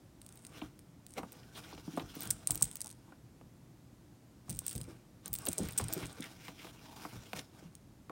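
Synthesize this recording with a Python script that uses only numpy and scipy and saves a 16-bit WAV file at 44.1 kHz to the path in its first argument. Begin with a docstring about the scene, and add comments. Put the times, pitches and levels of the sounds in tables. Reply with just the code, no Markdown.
"""A bead rattle inside a soft toy clatters as the toy is waved, dropped and batted about: noise pushes drive
the modes of its shell, bead by bead. A kitten moves in a maze of taped cardboard boxes in a quiet room:
knocks of paws and toy are dispersed bending pulses and damped panel modes, coloured by box resonances.
Fur, claws and plush rub on the cardboard as stick-slip grains through shifting panel resonances.
A short echo and a low room tone with a faint hum surround them."""
import sys
import numpy as np
from scipy import signal
from scipy.fft import rfft, irfft, next_fast_len
from scipy.io import wavfile
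from scipy.ndimage import uniform_filter1d

SR = 44100
rng = np.random.default_rng(int(sys.argv[2]) if len(sys.argv) > 2 else 0)


def output_pcm(signal):
    """Save a mono or channel-first signal as 16-bit PCM at the path in sys.argv[1].

    Samples are clipped to [-1, 1] before scaling.
    """
    pcm = np.clip(np.atleast_2d(signal).T, -1, 1) * 32767
    wavfile.write(sys.argv[1], SR, np.round(pcm).astype(np.int16))


N = 357638
TIME = np.arange(N) / SR

# the rattle shell's modes in a main, an upper and a lower group: (f/Hz, width/Hz, relative level/dB)
SHELL_MAIN_MODES = [(7760, 340, -12), (8364, 570, 5.5), (8550, 230, 5.5), (9510, 300, -7.5),
                    (9600, 300, -3)]
SHELL_UPPER_MODES = [(12700, 1000, -11), (14350, 550, 0), (14850, 600, -8), (15500, 400, -1)]
SHELL_LOWER_MODES = [(2574, 1600, -15.5), (4070, 1400, -5), (5000, 200, -7), (5730, 570, -11),
                     (6770, 1700, 0.5)]


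def undb(db):
    """The decibel is logarithmic: level in dB to amplitude gain."""
    return 10 ** (np.asarray(db) / 20)


def unit(x, seconds=None):
    """Level is mean power: scale to rms 1, over the first seconds if given."""
    head = x if seconds is None else x[:int(seconds * SR)]
    return x / np.sqrt(np.mean(head ** 2) + 1e-30)


def add(track, at, sound):
    """Superposition: mix a sound into the track at a time in seconds."""
    i = int(np.clip(at * SR, 0, N - 1))
    track[i:i + len(sound)] += sound[:N - i]


def band(x, lo_hz, hi_hz, order=2):
    """Causal band-pass filtering."""
    edges_hz = [lo_hz, min(hi_hz, .47 * SR)]
    return signal.sosfilt(signal.butter(order, edges_hz, "band", fs=SR, output="sos"), x)


def colour(x, points):
    """Spectral shaping: gain interpolated between (f/Hz, gain/dB) points on a logarithmic frequency axis."""
    hz, db = np.transpose(points)
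    size = next_fast_len(len(x))
    f = np.fft.rfftfreq(size, 1 / SR) + 1
    gain = undb(np.interp(np.log(f), np.log(hz), db))
    return irfft(rfft(x, size) * gain, size)[:len(x)]


def resonate(x, hz, width_hz):
    """Driven damped oscillator: one resonance, gain 1 at its centre."""
    hz = min(hz, .45 * SR)
    return signal.lfilter(*signal.iirpeak(hz, hz / width_hz, fs=SR), x)


def grains(per_second, spread_db):
    """Poisson-like process: randomly timed tiny impacts of uneven size and either sign."""
    size = undb(spread_db * np.clip(rng.standard_normal(N), -2, 2)) * rng.choice([-1, 1], N)
    return (rng.random(N) < per_second / SR) * size


def walk(rate):
    """Slow random modulation: a new level every 1 / rate s, joined by ramps; spread near 1."""
    k = max(int(SR / rate), 1)
    held = np.repeat(rng.standard_normal(N // k + 1), k)
    return 1.0 * uniform_filter1d(held, k)[:N]


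def room_tone(level_db=-59, hum_hz=120, hum_db=-68):
    """Stationary coloured noise: low household rumble with a faint mains hum, both wavering slightly."""
    # spectrum of the rumble: (f/Hz, relative level/dB)
    rumble_spectrum = [(20, -43), (30, -38.5), (42, -4.5), (70, -4.5), (120, -0.5), (170, -2), (240, -5),
                       (320, -6), (420, -15.5), (700, -19.5), (1500, -27), (3000, -31.5), (7000, -32.5),
                       (15500, -38.5)]
    rumble = unit(colour(rng.standard_normal(N), rumble_spectrum))
    rumble = rumble * undb(level_db - 0.25 * walk(2.4))
    hum = np.sqrt(2) * np.sin(2 * np.pi * hum_hz * TIME)
    return rumble + undb(hum_db - 0.5 * walk(5.3)) * hum


def room(x, t60=0.39, wet_db=-20.5, gap_s=0.0022):
    """Reverberation: an exponentially decaying echo of a furnished room, which swallows the treble."""
    t = np.arange(SR // 2) / SR
    tail = colour(rng.standard_normal(len(t)), [(1500, 0.0022), (9500, -2), (14000, -11)])
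    fade = np.exp(-np.log(1000) * t / t60) * (t > gap_s)
    echo = tail * fade / np.sqrt(np.sum(fade ** 2))
    return x + undb(wet_db) * signal.fftconvolve(x, echo)[:N]


def box(x, stretch=1):
    """Cavity and wall resonance: box modes stand out of what shakes them; stretch retunes the compartment."""
    # air and wall resonances: (f/Hz, width/Hz, level over the dense modes between them/dB)
    box_modes = [(45, 16, 6.5), (90.5, 14, 5.5), (121.2, 12, 9), (160.5, 31, 13.5), (286.5, 5.4, 8),
                 (313, 27, 2.5), (484, 76, 5.5), (668, 30.8, 3.5), (746, 32, 4.5), (1170, 150, 2),
                 (2415, 750, 8.5)]
    return x + sum((undb(db) - 1) * resonate(x, hz * stretch, width) for hz, width, db in box_modes)


def slips(catch_db=2.5, snag_db=-11):
    """Stick-slip friction: fibres catch and let go in uneven spurts of dense grains, with odd claw snags."""
    fibres = unit(grains(per_second=2200, spread_db=2)) + .55 * rng.standard_normal(N)
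    snags = unit(grains(per_second=45, spread_db=3))
    return (fibres + undb(snag_db) * snags) * undb(catch_db * walk(70))


def shifting(x, count=26, shift_db=5, sharpness=9):
    """Moving excitation point: as the contact slides, one panel resonance after another takes over."""
    centres = np.geomspace(350, 9000, count) * np.exp(.04 * rng.standard_normal(count))
    panels = sum(resonate(x, hz, hz / sharpness) * undb(shift_db * walk(24)) for hz in centres)
    return .55 * x + panels


def stroke(at, length):
    """Speed governs friction level: a stroke swells to its fastest moment and eases off more slowly."""
    edge_db, rise_share, roundness = 7, 0.47, 1.47  # length is the time within edge_db of the peak
    away = np.maximum((at - TIME) / rise_share, (TIME - at) / (1 - rise_share)) / length
    near, gain = away < 10, np.zeros(N)
    gain[near] = undb(-edge_db * away[near] ** roundness)
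    return gain


def rubbing(friction, rasp_db=-3.5, hiss_db=5.0):
    """Two radiation paths: fur and plush hiss at the surface and rasp through the walls, stroke by stroke."""
    # filters of the walls and of the surface: (f/Hz, relative gain/dB)
    wall_filter, surface_filter = [(100, -11), (220, 6), (450, -5), (1000, -5), (1400, -8.5), (2200, -20),
                                   (5000, -28.5)], [(600, -27), (1200, -2), (1800, -4.5), (3000, 2.5),
                                                 (5000, 1), (7000, -1.5), (10000, -6), (15500, 2.5)]
    # slides: (fastest moment t/s, length/s, wall level/dB before rasp_db, surface level/dB before hiss_db)
    slides = [(0.34, 0.24, -66, -82), (0.588, 0.11, -49.5, -64.5), (1.183, 0.029, -41.5, -59),
              (1.36, 0.34, -61.5, -72), (1.576, 0.04, -51.5, -58), (1.71, 0.18, -53.5, -65.5),
              (1.966, 0.19, -60.5, -64.5), (2.106, 0.024, -57, -61), (2.239, 0.13, -47.5, -58.5),
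              (2.59, 0.34, -56, -67), (2.863, 0.04, -58, -88), (3.09, 0.09, -61, -86),
              (4.513, .06, -67, -70), (4.68, 0.13, -58.5, -63), (4.909, 0.12, -56.5, -74.5),
              (5.267, 0.032, -52, -62), (5.453, 0.13, -51.5, -64.5), (5.652, 0.13, -50.5, -59),
              (5.803, 0.056, -49.5, -58), (5.982, 0.21, -45, -58.5), (6.264, 0.12, -53, -61.5),
              (6.457, 0.1, -58, -61), (6.64, 0.094, -56, -61.5), (7.019, 0.4, -52.5, -62),
              (7.299, 0.021, -67, -67), (7.372, 0.051, -49, -59), (7.404, 0.047, -55, -73),
              (7.612, 0.12, -59, -74)]
    rasp = unit(colour(box(friction), wall_filter)) * undb(rasp_db)
    hiss = unit(colour(friction, surface_filter)) * undb(hiss_db)
    return sum(stroke(at, length) * (undb(wall_db) * rasp + undb(surface_db) * hiss)
               for at, length, wall_db, surface_db in slides)


def scuffs(friction):
    """Friction-driven resonance: a paw drags over one panel, which sings, swelling and easing off."""
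    # drags: (middle t/s, length between the 1/e points/s, panel f/Hz, width before broadening/Hz, level/dB)
    drags = [(0.54, 0.026, 2600, 2000, -66), (0.618, 0.0051, 2700, 800, -42), (1.184, 0.029, 576, 300, -45),
             (1.171, 0.012, 1900, 1600, -51), (1.435, 0.0084, 2980, 2500, -57.5),
             (1.558, 0.016, 3220, 2200, -56), (1.643, 0.015, 3950, 3500, -62),
             (1.733, 0.014, 4000, 2500, -56), (1.781, 0.0053, 3000, 2500, -57),
             (1.85, 0.01, 5100, 4000, -65), (1.999, 0.0068, 3460, 1600, -47), (2.865, 0.019, 900, 600, -60),
             (3.086, 0.032, 930, 303, -60), (3.127, 0.012, 1493, 500, -59.5),
             (5.479, 0.025, 524, 296.8, -43.5), (5.592, 0.024, 506, 248, -43), (5.68, .02, 2700, 1800, -58),
             (5.797, 0.0061, 1150, 500, -58), (5.968, .008, 2500, 1800, -54),
             (6.04, 0.025, 2280, 1900, -54), (6.224, 0.0032, 3300, 3500, -46),
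             (6.24, 0.04, 2130, 2000, -50.5), (6.434, 0.093, 2320, 900, -62),
             (6.607, 0.047, 2300, 1200, -59.5), (6.69, .03, 3220, 1000, -64),
             (6.788, 0.053, 2600, 900, -64), (6.964, 0.17, 900, 380, -58),
             (7.054, 0.0071, 1000, 600, -43.5), (7.07, 0.12, 13000, 7000, -67),
             (7.11, 0.021, 2600, 3000, -58), (7.393, .01, 3520, 7000, -48)]
    out = np.zeros(N)
    for at, length, hz, width, db in drags:
        broad = 1.2 * width  # each of two resonances in series
        song = unit(resonate(resonate(friction, hz, broad), hz, broad))
        out += song * undb(db) * np.exp(-(2 * (TIME - at) / length) ** 2)
    return out


def bending_pulse(size, lag_s, lag_hz=300):
    """Dispersion of bending waves: highs arrive first, the delay goes as 1 / sqrt(f), lag_s at lag_hz."""
    f = np.fft.rfftfreq(size, 1 / SR)
    return irfft(np.exp(-4j * np.pi * lag_s * np.sqrt(lag_hz * f)), size)


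def panel_modes(t, count=70):
    """Modal superposition: every spot rings with its own bending modes, thinning out towards the treble."""
    hz = 45 * (6000 / 45) ** ((np.arange(count) + rng.random(count)) / count)
    waves = np.sin(2 * np.pi * (hz[:, None] * t + rng.random((count, 1))))
    return unit(np.sqrt(hz) @ waves)


def softened(hz, contact_ms):
    """Contact-time law: a soft push cannot shake what swings faster than it lasts; the level change in dB."""
    return -10 * np.log10(1 + (hz * contact_ms / 1000) ** 6)


def dulled(x, contact_ms, corner_swings=2.1):
    """Contact-time low-pass: the longer the push, the lower the pitch above which a blow falls away."""
    hz = np.clip(corner_swings * 1000 / contact_ms, 500, 12000)
    return signal.sosfilt(signal.butter(2, hz, fs=SR, output="sos"), x)


def knocks(lag_s=0.00292, scatter=0.24, build_s=0.00055, damping=0.47, detune=0.037):
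    """Impact on a damped plate: a bending pulse, then panel ringing that dies sooner in the treble."""
    # paws and toy on the boxes: (t/s, hollow f/Hz, level/dB, thud level of the weight behind it/dB,
    # contact/ms, ring t60 at 420 Hz/s)
    blows = [(0.6183, 290, -42.5, -53.5, 2.1, 0.094), (1.1795, 287, -46.5, -56.5, 0.59, 0.19),
             (1.2309, 224, -49.5, -74, 0.9, 0.097), (1.726, 265, -54, -56, 1.2, 0.093),
             (1.777, 315, -59, -64, 0.72, 0.055), (1.878, 331, -40.5, -52.5, 3.5, 0.033),
             (1.933, 293, -46.5, -74, 6, 0.15), (1.973, 257, -38, -69, 1.1, 0.075),
             (1.996, 314, -50, -52.5, 0.58, 0.22), (2.165, 269, -47, -76, 7.3, 0.1),
             (2.257, 162, -54.5, -49, 3.8, 0.24), (2.305, 150, -63, -56, 5, 0.18),
             (2.497, 290, -47.5, -41, 1.6, 0.15), (2.549, 300, -53.5, -49.5, 1.9, .1),
             (2.615, 162, -45.5, -40.5, 1.7, 0.066), (3.121, 260, -63, -68, 0.8, 0.061),
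             (3.411, 260, -63, -75, .8, .05), (4.481, 260, -64, -66.5, 1.2, .04),
             (4.489, 187, -41.5, -41, 3.8, 0.2), (4.616, 260, -66, -68, 0.87, .06),
             (4.751, 210, -44, -40, 5.4, 0.19), (4.801, 260, -64.5, -60, 0.8, 0.098),
             (4.877, 322, -51, -72, 5, 0.15), (5.286, 152, -53, -49, 2.6, 0.37),
             (5.469, 288, -55, -74, 0.16, 0.072), (5.483, 282, -38.5, -42, 7, 0.078),
             (5.579, 187, -48.5, -67, 4.4, 0.46), (5.601, 168, -34.5, -41.5, 5.6, 0.17),
             (5.688, 194, -61.5, -75, 0.21, 0.22), (5.7975, 190, -43.5, -42.5, 0.71, 0.14),
             (5.888, 265, -57.5, -62, 0.64, 0.049), (5.962, 364, -39.5, -83, 7.6, 0.17),
             (6.025, 270, -48.5, -43.5, 3.1, 0.15), (6.198, 262, -44, -69, 4.4, 0.08),
             (6.481, 280, -53, -73, 0.51, 0.13), (6.645, 328, -59, -59, 0.58, 0.077),
             (6.668, 328, -60.5, -69, 0.54, 0.099), (7.05, 300, -50, -72, 0.75, 0.064),
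             (7.129, 153, -49, -47.5, 2.8, 0.15), (7.3314, 195, -46.5, -58, 0.53, 0.054),
             (7.392, 229, -61.5, -62, 0.24, 0.067), (7.624, 168, -54, -77, 3, 0.084),
             (8.095, 360, -49.5, -69, 0.87, 0.068)]
    # thud, hollow, wall and surface crack: (lower edge f/Hz, upper edge f/Hz)
    knock_bands = [(35, 140), (140, 420), (400, 1150), (1300, 5000)]
    wall_db, crack_db = 1, 7.5  # at the hardest blow, relative to the hollow boom
    hollow_width_hz, hollow_db, snap_db = 45, 13, -10
    blow_s = .03  # levels hold over this first stretch
    out, t = np.zeros(N), np.arange(12288) / SR
    wall_hz, crack_hz = np.sqrt(np.prod(knock_bands[2:], axis=1))
    pulse = bending_pulse(len(t), lag_s)
    for at, hz, blow_db, thud_db, contact_ms, t60 in blows:
        levels = (thud_db, blow_db, blow_db + wall_db + softened(wall_hz, contact_ms),
                  blow_db + crack_db + softened(crack_hz, contact_ms))
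        ring, sound = panel_modes(t), 0
        stretch = np.exp(detune * rng.standard_normal())
        for (lo, hi), db in zip(knock_bands, levels):
            life = t60 * (420 / np.sqrt(lo * hi)) ** damping
            fade = (1 - np.exp(-t / build_s)) * np.exp(-np.log(1000) * t / life)
            wave = pulse + scatter * ring * fade / np.sqrt(SR * build_s)
            if lo < hz < hi:  # the struck compartment booms at its own pitch
                wave = wave + undb(hollow_db) * resonate(wave, hz, hollow_width_hz)
            if lo > hz:
                wave = dulled(wave, contact_ms)
            wave = band(box(wave, stretch), lo, hi, order=3 if lo > hz else 2)
            sound = sound + undb(db) * unit(wave, blow_s)
        # the paper skin crackles along with the surface crack, whose fade is the last one above
        crackle = band(rng.standard_normal(len(t)) ** 3 * fade, 5000, 15150, order=1)
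        add(out, at, sound + undb(levels[-1] + snap_db) * unit(crackle, blow_s))
    return out


def shell(push, modes, scatter_db, detune):
    """Position-dependent mode excitation: the shell rings a little differently wherever a bead hits."""
    chance = rng.standard_normal((len(modes), 2))
    return sum(undb(db + scatter_db * a) * resonate(push, hz * (1 + detune * b), width)
               for (hz, width, db), (a, b) in zip(modes, chance))


def rolling():
    """Exponential onset and relaxation: loose beads start with each move of the toy, keep going and settle."""
    # moves of the toy: (start t/s, length/s, drive of the rolling beads/dB)
    moves = [(0.23, 0.27, -62), (1.095, 0.068, -59), (2.176, 0.083, -51), (2.488, 0.19, -50.5),
             (2.717, 0.22, -74), (4.507, 0.014, -49), (4.658, 0.068, -48), (5.32, 0.23, -50),
             (5.586, 0.13, -55), (5.936, 0.14, -53.5), (6.22, 0.017, -60)]
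    rise_s, settle_s = 0.013, 0.079  # time constants
    drive = np.zeros(N)
    for at, length, db in moves:
        before = np.maximum(at - TIME, 0)
        after = np.maximum(TIME - at - length, 0)
        drive += undb(db) * np.exp(-before / rise_s - after / settle_s)
    return drive


def trickle(level_db=-11, upper_db=-13, lower_db=-13, shimmer_db=-12, count=5):
    """Random impact trains: light contacts of a few beads, each with its own colour, over a rolling shimmer."""
    ring = 0
    for _ in range(count):
        ticks = grains(per_second=16, spread_db=4)
        for modes, db in (SHELL_MAIN_MODES, 0), (SHELL_UPPER_MODES, upper_db), (SHELL_LOWER_MODES, lower_db):
            ring = ring + undb(db) * unit(shell(ticks, modes, scatter_db=6, detune=.014))
    dense = grains(per_second=900, spread_db=3)
    shimmer = unit(shell(dense, SHELL_MAIN_MODES, scatter_db=1, detune=.003))
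    return (ring / np.sqrt(count) * undb(level_db) + undb(shimmer_db) * shimmer) * rolling()


def rattle(skid_s=0.002, skid=0.054, bounce=0.7, bounce_s=.002, after=0.0074, after_s=0.029, upper_db=1.0):
    """Impact excitation of heavily damped modes: each bead hits, skids and bounces once on the shell."""
    # hardest bead strikes: (t/s, main ring level/dB, upper modes relative to main before upper_db/dB)
    strikes = [(0.2165, -53, -13), (0.2642, -54, -5), (0.29, -55.5, -20), (0.325, -58, -12),
               (0.356, -66, 7), (0.374, -57.5, -15), (0.392, -64, -20), (0.45, -50, -13), (0.467, -51, -24),
               (0.7918, -57.5, -12), (1.066, -52, -4), (1.107, -60, -15), (1.138, -54, -17),
               (1.321, -59, 9), (1.329, -55.5, -12), (1.966, -53.5, -20), (2.153, -59.5, 12.5),
               (2.207, -50, 10), (2.2164, -49, -15.5), (2.2216, -43.5, -9), (2.233, -53, 11),
               (2.255, -52, 5.5), (2.274, -45, -16), (2.3053, -28, -5), (2.309, -25.5, -16),
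               (2.473, -25, -22), (2.5074, -24.5, -17), (2.513, -45, 4), (2.518, -38, 2),
               (2.5475, -41, -14), (2.556, -39.5, 3), (2.5765, -42, -17), (2.61, -45, -10),
               (2.6236, -22, -12.5), (2.6276, -21.5, -9.5), (2.6375, -42, -22), (2.642, -34.5, -19),
               (2.654, -44, -4), (2.7138, -47, -22), (2.756, -43, 1), (2.7695, -47, -18),
               (2.806, -40.5, -22), (2.8163, -35, -21), (2.8233, -53, -18), (2.8445, -48, -8),
               (2.86, -49, -9), (2.8703, -47, -17), (2.8785, -52, -20), (2.892, -55, -20),
               (2.9025, -53, -21), (2.907, -57, -20), (2.913, -52.5, -13), (2.927, -58, -20),
               (4.4955, -41.5, -8), (4.5, -40.5, -6), (4.5066, -42.5, -8.5), (4.513, -51, -2),
               (4.528, -51.5, -17), (4.5482, -56, -15), (4.569, -56, 2), (4.5905, -33.5, -8),
               (4.6654, -35, -2), (4.6806, -32.5, -18), (4.694, -42, -9), (4.712, -44, -13),
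               (4.7178, -51, -12), (4.729, -47, -4), (4.753, -44, -16), (4.76, -51, 3), (4.764, -53, -12),
               (4.7796, -43.5, -25), (4.805, -59, -1), (4.814, -43, -25), (4.833, -57, -23.5),
               (4.841, -57, -19), (5.259, -40.5, -21), (5.2795, -48.5, 4), (5.331, -41.5, 7),
               (5.3388, -37.5, 6), (5.353, -39, -5), (5.3606, -42, -14), (5.387, -44, 1), (5.454, -43, -11),
               (5.4635, -47, 11), (5.4693, -44, 6), (5.4844, -36, -24), (5.487, -28.5, -23),
               (5.516, -49, 0), (5.521, -48, -15), (5.5301, -37, -5), (5.532, -42, -16), (5.577, -52, -19),
               (5.5816, -30.5, -20), (5.587, -37, -15), (5.633, -49, -15), (5.653, -52, -12),
               (5.687, -50, 4), (5.7087, -50.5, -16), (5.7235, -56, 7), (5.733, -51.5, -18),
               (5.7772, -29, -13), (5.7803, -28, -8), (5.7843, -32, -3), (5.7867, -30.5, -12),
               (5.8123, -45, -13), (5.841, -42, -10), (5.884, -39.5, -13), (5.927, -37.5, -9),
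               (5.931, -47, 0), (5.9361, -42, 11), (5.942, -46, -3), (5.9785, -49, -8), (5.99, -52, -12),
               (6.057, -48, -13), (6.067, -52, -12), (6.128, -57, -14), (6.2065, -49, -12),
               (6.229, -53, -16), (6.2416, -52, -16), (7.7524, -52.5, -8.5)]
    # the lower modes sit lower_modes_db from the main ring up to middling_db, and sink as strikes get harder
    middling_db, lower_modes_db, sink_db_per_db = -47.5, -3, 0.83
    ring_s = .004  # levels hold over this first stretch
    out, t = np.zeros(N), np.arange(1400) / SR
    for at, db, upper in strikes:
        roughness = skid * np.exp(-t / skid_s) + after * np.exp(-t / after_s)
        push = rng.standard_normal(len(t)) * roughness
        push[0] += 1
        push[int(rng.random() * bounce_s * SR)] += bounce
        lower_db = lower_modes_db - sink_db_per_db * max(db - middling_db, 0)
        groups = (SHELL_MAIN_MODES, 0), (SHELL_UPPER_MODES, upper + upper_db), (SHELL_LOWER_MODES, lower_db)
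        ring = sum(undb(group_db) * unit(shell(push, modes, scatter_db=6.5, detune=0.0094), ring_s)
                   for modes, group_db in groups)
        add(out, at, undb(db) * ring)
    return out


def scene():
    """Linear superposition: toy and boxes with their echo, plus the room tone, at one microphone."""
    friction = shifting(slips())
    sources = rattle() + trickle() + knocks() + rubbing(friction) + scuffs(friction)
    return (room(sources) + room_tone())[None]


def record(dry):
    """Band limiting: the phone cuts the deepest bass and the top."""
    dry = signal.sosfilt(signal.butter(4, 32, "high", fs=SR, output="sos"), dry)
    return signal.sosfilt(signal.ellip(8, .2, 70, 15900, fs=SR, output="sos"), dry)


dry = scene()
out = record(dry)
output_pcm(out)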